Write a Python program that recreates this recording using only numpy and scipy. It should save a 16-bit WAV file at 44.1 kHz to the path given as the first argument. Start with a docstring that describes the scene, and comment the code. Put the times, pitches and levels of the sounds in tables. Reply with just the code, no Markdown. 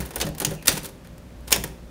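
"""A quiet room with a mains hum, where an old manual typewriter is worked by one hand, close by. Two lighter
clacks come from the mechanism as keys are released, then two hard strokes slam a type bar onto the platen.
Levers click before and after each blow, and a faint squeak precedes the first hard stroke. The impacts set the
steel frame ringing, and the case thumps on the desk as keys bottom out and return."""
import sys
import numpy as np
from scipy import signal
from scipy.fft import rfft, irfft, next_fast_len
from scipy.io import wavfile
from scipy.ndimage import uniform_filter1d, map_coordinates

SR = 44100
rng = np.random.default_rng(int(sys.argv[2]) if len(sys.argv) > 2 else 0)


def generate_wav(sig):
    """Save sig (samples, or channels by samples) to the path in sys.argv[1] as 16-bit PCM at SR."""
    pcm = np.round(np.clip(np.atleast_2d(sig).T, -1, 1) * 32767).astype(np.int16)
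    wavfile.write(sys.argv[1], SR, pcm)


N = 83790
STEEL_RISE_S = 0.00018


def amp(db):
    """Amplitude ratio: a factor of ten for every 20 dB."""
    return 10 ** (np.asarray(db) / 20)


def unit(x):
    """Normalisation to rms 1."""
    return x / np.sqrt(np.mean(x ** 2) + 1e-20)


def along(points, hz):
    """Interpolation of (f/Hz, value) points on a logarithmic frequency axis."""
    f, values = np.transpose(points)
    return np.interp(np.log(hz + 1), np.log(f + 1), values)


def add(track, start_s, sound):
    """Superposition: a sound adds linearly to the track."""
    i = max(0, round(start_s * SR))
    track[i:i + len(sound)] += sound[:N - i]


def noise(colour, size, tilt_db=0, body_hz=1000, lift_db=0):
    """Random-phase noise of rms 1, tilted by tilt_db an octave and lifted around one resonance."""
    hz = np.fft.rfftfreq(size, 1 / SR)
    body = np.exp(-(np.log2((hz + 1) / body_hz) / 0.4) ** 2)  # falls to 1/e at 0.4 octave
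    octaves = np.log2(np.maximum(hz, 400) / 4000)
    gain = amp(along(colour, hz) + tilt_db * octaves + lift_db * body)
    return unit(irfft(gain * np.exp(2j * np.pi * rng.random(len(hz))), size))


def mode(hz, db, t60, rise_s):
    """Damped free vibration: a sinusoid that builds up, then loses 60 dB in t60 seconds."""
    t = np.arange(SR // 2) / SR
    envelope = amp(db - 60 * t / t60) * (1 - np.exp(-t / rise_s))
    return np.sqrt(2) * envelope * np.sin(2 * np.pi * (hz * t + rng.random()))


def contact(colour, db, tilt_db, hold_s, t60, *resonance):
    """Impact noise: steel chatters on steel while contact lasts, then decays exponentially."""
    t = np.arange(4096) / SR
    rise = 1 - np.exp(-t / STEEL_RISE_S)
    fall = amp(-60 * np.maximum(t - hold_s, 0) / t60)
    return amp(db) * rise * fall * noise(colour, len(t), tilt_db, *resonance)


def dense_modes(drive, gains, t60s, count=5):
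    """Modal overlap: countless modes respond like noise, each band decaying at its own rate."""
    hz, t, spectra = signal.stft(rng.standard_normal((count, SR // 2)), SR, nperseg=256)
    fade = amp(-60 * t / along(t60s, hz)[:, None])
    energy = np.mean(fade ** 2, axis=1, keepdims=True) * (SR // 2)
    fade *= amp(along(gains, hz))[:, None] / np.sqrt(energy)
    responses = signal.istft(spectra * fade, SR, nperseg=256)[1]
    # the responses take turns, so successive contacts shake different modes
    turn = np.arange(N) // 80 % count == np.arange(count)[:, None]
    shares = uniform_filter1d(turn * 1., size=24, axis=1)
    return signal.fftconvolve(drive * shares, responses, axes=1).sum(axis=0)[:N]


def room_air():
    """Ambient noise: a continuous spectrum, strongest in the bass."""
    # spectrum of the air: f/Hz, relative level/dB
    spectrum = [(12, -51), (20, -17), (65, -2.5), (91, -12.5), (177, -11), (204, -18), (234, -13.5),
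                (347, -19), (527, -24.5), (802, -27.5), (1290, -31.5), (1570, -32.5), (16000, -49.5)]
    return amp(-44) * noise(spectrum, N)


def mains_hum():
    """Line spectrum: an appliance hums near multiples of the mains frequency; the lowest line wavers."""
    # hum lines: f/Hz, level/dB
    partials = [(59, -53.5), (118, -56.5), (177, -53.5), (236, -55.5), (527.6, -59.5), (587, -62)]
    # swell of the lowest line: t/s, added level/dB
    swell = [(0, 16), (.3, 3), (.6, 3), (.85, -18), (1.0, -29), (1.17, -22), (1.24, 3), (1.45, 10),
             (1.6, 11.5), (1.9, 7.5)]
    t = np.arange(N) / SR
    lines = [np.sqrt(2) * amp(db) * np.sin(2 * np.pi * (hz * t + rng.random())) for hz, db in partials]
    return lines[0] * amp(np.interp(t, *np.transpose(swell))) + sum(lines[1:])


def reverberation(direct):
    """Diffuse field: the room's reflections die away, soonest in the treble."""
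    # room response: f/Hz, gain/dB
    gains = [(100, 3.5), (500, -6), (1500, -13.5), (4000, -13), (8000, -14.5), (15000, -16)]
    # reverberation time: f/Hz, T60/s
    t60s = [(200, 0.55), (1500, 0.51), (6000, 0.41), (15000, 0.39)]
    return dense_modes(direct, gains, t60s)


def squeak(start_s=0.555, length_s=0.11, db=-53.5, width_hz=550):
    """Friction: a faint narrow band of rubbing noise slides down in pitch."""
    out, t = np.zeros(N), np.arange(round(length_s * SR)) / SR
    grain = unit(map_coordinates(rng.standard_normal(size=256), [t * width_hz]))
    pitch_hz = np.linspace(2800, 2330, len(t))
    phase = 2 * np.pi * np.cumsum(pitch_hz) / SR
    add(out, start_s, amp(db) * np.sqrt(2) * signal.windows.tukey(len(t)) * grain * np.sin(phase))
    return out


def case_thumps(fall_db_per_octave=5.5, pitch_scatter=0.0033):
    """Modal excitation: each jolt rings the case and desk, most strongly near its own frequency."""
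    # jolts of the case on the desk: t/s, level/dB, most excited f/Hz
    jolts = [(0, -30.5, 165), (0.041, -31.5, 62), (.163, -38, 420), (.215, -34.5, 549), (.245, -26.5, 149),
             (0.287, -29, 62), (0.405, -32, 396), (0.451, -31, 306), (0.472, -26.5, 142), (.520, -31, 100),
             (.681, -24.5, 600), (.728, -30, 145), (0.771, -37.5, 340), (0.834, -36, 500),
             (1.540, -30.5, 412), (1.578, -29, 119), (1.640, -31.5, 600)]
    # modes of case and desk: f/Hz, relative level/dB, T60/s
    modes = [(62, -5, .25), (122, -1, 0.13), (154.8, -2, 0.35), (199.7, -1, .2), (300, -5.5, 0.27),
             (387.3, -12.5, 0.54), (411.7, -7.5, .18), (499, -18, 0.17), (525, -8.5, .2), (572, -16, 0.31),
             (712, -19, .18), (940, -12, 0.28)]
    out = np.zeros(N)
    for start_s, jolt_db, centre_hz in jolts:
        for hz, mode_db, t60 in modes:
            loss_db = fall_db_per_octave * abs(np.log2(hz / centre_hz))
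            db = jolt_db + mode_db - loss_db + rng.normal(0, 1)
            scattered_hz = hz * (1 + pitch_scatter * rng.normal())
            add(out, start_s, mode(scattered_hz, db, t60, rise_s=0.003))
    return out


def frame_ring(impacts):
    """Resonance: impacts drive the closely spaced modes of the steel frame."""
    # frame response: f/Hz, gain/dB
    gains = [(100, -4.5), (500, -1.5), (1500, -1), (4000, -3.5), (8000, -9.5), (15000, -17)]
    # frame decay time: f/Hz, T60/s
    t60s = [(200, .14), (1500, 0.14), (6000, 0.13), (15000, .07)]
    return dense_modes(impacts, gains, t60s)


def steel_parts():
    """Free vibration: bars, springs and panels ring briefly at their natural frequencies."""
    # parts left ringing by a stroke: t/s, f/Hz, level/dB, T60/s
    pings = [(.159, 9300, -28, .04), (.163, 1467, -35.5, 0.057), (0.164, 1770, -35.5, 0.046),
             (.213, 3290, -33, .09), (.213, 6210, -32, .09), (.213, 2560, -28.5, 0.06),
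             (.272, 572, -29.5, 0.13), (.417, 9520, -26, .03), (.4485, 6330, -25, 0.046),
             (.4485, 881, -35.5, 0.095), (.514, 563, -33.5, 0.13), (.6805, 8900, -17, 0.074),
             (.6805, 596, -25, 0.07), (.6805, 1416, -22, 0.033), (.6805, 2810, -31, 0.08),
             (1.52, 1077, -27, .07), (1.526, 2768, -23, 0.05), (1.526, 6650, -18, .05),
             (1.526, 14100, -18, .03), (1.526, 1748, -31, 0.11), (1.639, 890, -32.5, 0.046),
             (1.639, 1780, -32, 0.037), (1.639, 3430, -32, .025), (1.639, 10200, -27, .025)]
    out = np.zeros(N)
    for start_s, hz, db, t60 in pings:
        add(out, start_s, mode(hz, db, t60, STEEL_RISE_S))
    return out


def lever_clicks(hold_s=0.00081):
    """Short impacts have broad spectra: levers, links and escapement click around each blow."""
    # clicks: t/s, level/dB, tilt/(dB/octave), T60/s
    clicks = [(.002, -32, -2, 0.16), (.008, -24.5, 20, 0.0035), (.051, -39, -2, 0.17),
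              (.060, -33, 13, .012), (.090, -44, 0, 0.019), (.107, -34, -2, 0.045),
              (.135, -39.5, -3.5, 0.15), (0.1583, -21.5, 3.5, 0.027), (.163, -29, -4, 0.055),
              (0.182, -36.5, 1, 0.069), (0.2012, -25.5, -2, 0.096), (.222, -28, -3, 0.014),
              (.228, -28.5, -5, 0.042), (0.252, -37, 2.5, .04), (.266, -29, -3, 0.061),
              (0.289, -35.5, 2.5, 0.016), (.349, -36, 0, .02), (0.376, -39, -4.5, 0.024),
              (.382, -31, 1, 0.032), (0.4007, -21, 1.5, 0.033), (.406, -29.5, -4, .05),
              (.417, -26, -2, 0.067), (0.467, -28, 0, .02), (.489, -37.5, -2.5, 0.065),
              (.508, -35, 0, 0.066), (0.516, -33, -6, 0.075), (.536, -41, 0.5, 0.073),
              (0.55, -41.5, 0, 0.027), (0.6249, -39, -0.5, 0.036), (0.6536, -38, -2.5, 0.094),
              (.6575, -28, 0, .025), (0.6717, -14, 2, 0.039), (.688, -20.5, -3, 0.015),
              (0.691, -14.5, 2.5, 0.016), (0.704, -36, -6, 0.013), (.716, -26.5, -1.5, 0.092),
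              (0.726, -28.5, 2, 0.075), (0.751, -33, -1.5, 0.1), (0.769, -28, -2, 0.034),
              (0.7754, -25.5, -1, 0.047), (0.831, -38.5, 2, 0.13), (.845, -34, -0.5, 0.089),
              (.856, -29.5, 2, 0.025), (.862, -32.5, 2.5, 0.023), (0.889, -42.5, 0, .05),
              (1.046, -48, -3, 0.11), (1.072, -45, -2, 0.017), (1.180, -44.5, -1.5, .02),
              (1.407, -55, 3, .03), (1.474, -42, -2.5, .03), (1.478, -34, -1.5, 0.077),
              (1.5068, -27.5, -0.5, 0.076), (1.5178, -17.5, 0, .05), (1.5234, -14.5, 4, 0.017),
              (1.534, -28, -2, 0.15), (1.561, -17.5, -1, 0.022), (1.6384, -22.5, 2, 0.028),
              (1.643, -25.5, -4, 0.015), (1.676, -41, -0.5, .03)]
    # click spectrum: f/Hz, relative level/dB
    colour = [(100, -14), (400, 3), (900, 0.5), (1200, -7.5), (1700, 2.5), (2300, -2), (3500, -2.5),
              (6500, -1.5), (8000, -2.5), (9600, 1.5), (11500, -1.5), (15500, -2.5), (18000, -30)]
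    out = np.zeros(N)
    for start_s, db, tilt_db, t60 in clicks:
        add(out, start_s, contact(colour, db, tilt_db, hold_s, t60))
    return out


def type_blows():
    """Impact excitation: each main blow, whether a key's return clack or a type bar's strike, is a noise burst
    coloured by a body resonance."""
    # blows: t/s, level/dB, tilt/(dB/octave), contact time/s, T60/s, resonance f/Hz, its lift/dB
    blows = [(.2127, -19, -1, .002, .045, 3400, 4), (.4482, -13.5, 0, .002, .02, 900, 5),
             (.6802, -6, .5, .0028, .012, 620, 8), (1.5257, -5, .2, .002, .016, 1050, 6)]
    # blow spectrum: f/Hz, relative level/dB
    colour = [(100, -11), (300, -7.5), (600, -3.5), (1100, -10), (1700, -2), (2200, -6), (2800, 1),
              (4500, -0.5), (6500, 3.5), (9000, 1), (11500, -6), (15500, -1), (18000, -38)]
    out = np.zeros(N)
    for start_s, *blow in blows:
        add(out, start_s, contact(colour, *blow))
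    return out


def scene():
    """Source and resonator in series: impacts shake the frame, and the ringing steel excites the room."""
    impacts = type_blows() + lever_clicks()
    machine = impacts + frame_ring(impacts) + steel_parts()
    return (machine + reverberation(machine) + case_thumps() + squeak() + mains_hum() + room_air())[None]


def record(dry, ceiling=0.82, top_hz=16100, edge_hz=450):
    """Saturation rounds off the loudest peaks, and a low-pass filter limits the bandwidth."""
    clipped = dry / (1 + np.abs(dry / ceiling) ** 4) ** (1 / 4)
    size = next_fast_len(N + SR // 2)
    hz = np.fft.rfftfreq(size, 1 / SR)
    low_pass = np.clip((top_hz - hz) / edge_hz, 0, 1) ** 2
    return irfft(rfft(clipped, size) * low_pass, size)[:, :N]


dry = scene()
out = record(dry)
generate_wav(out)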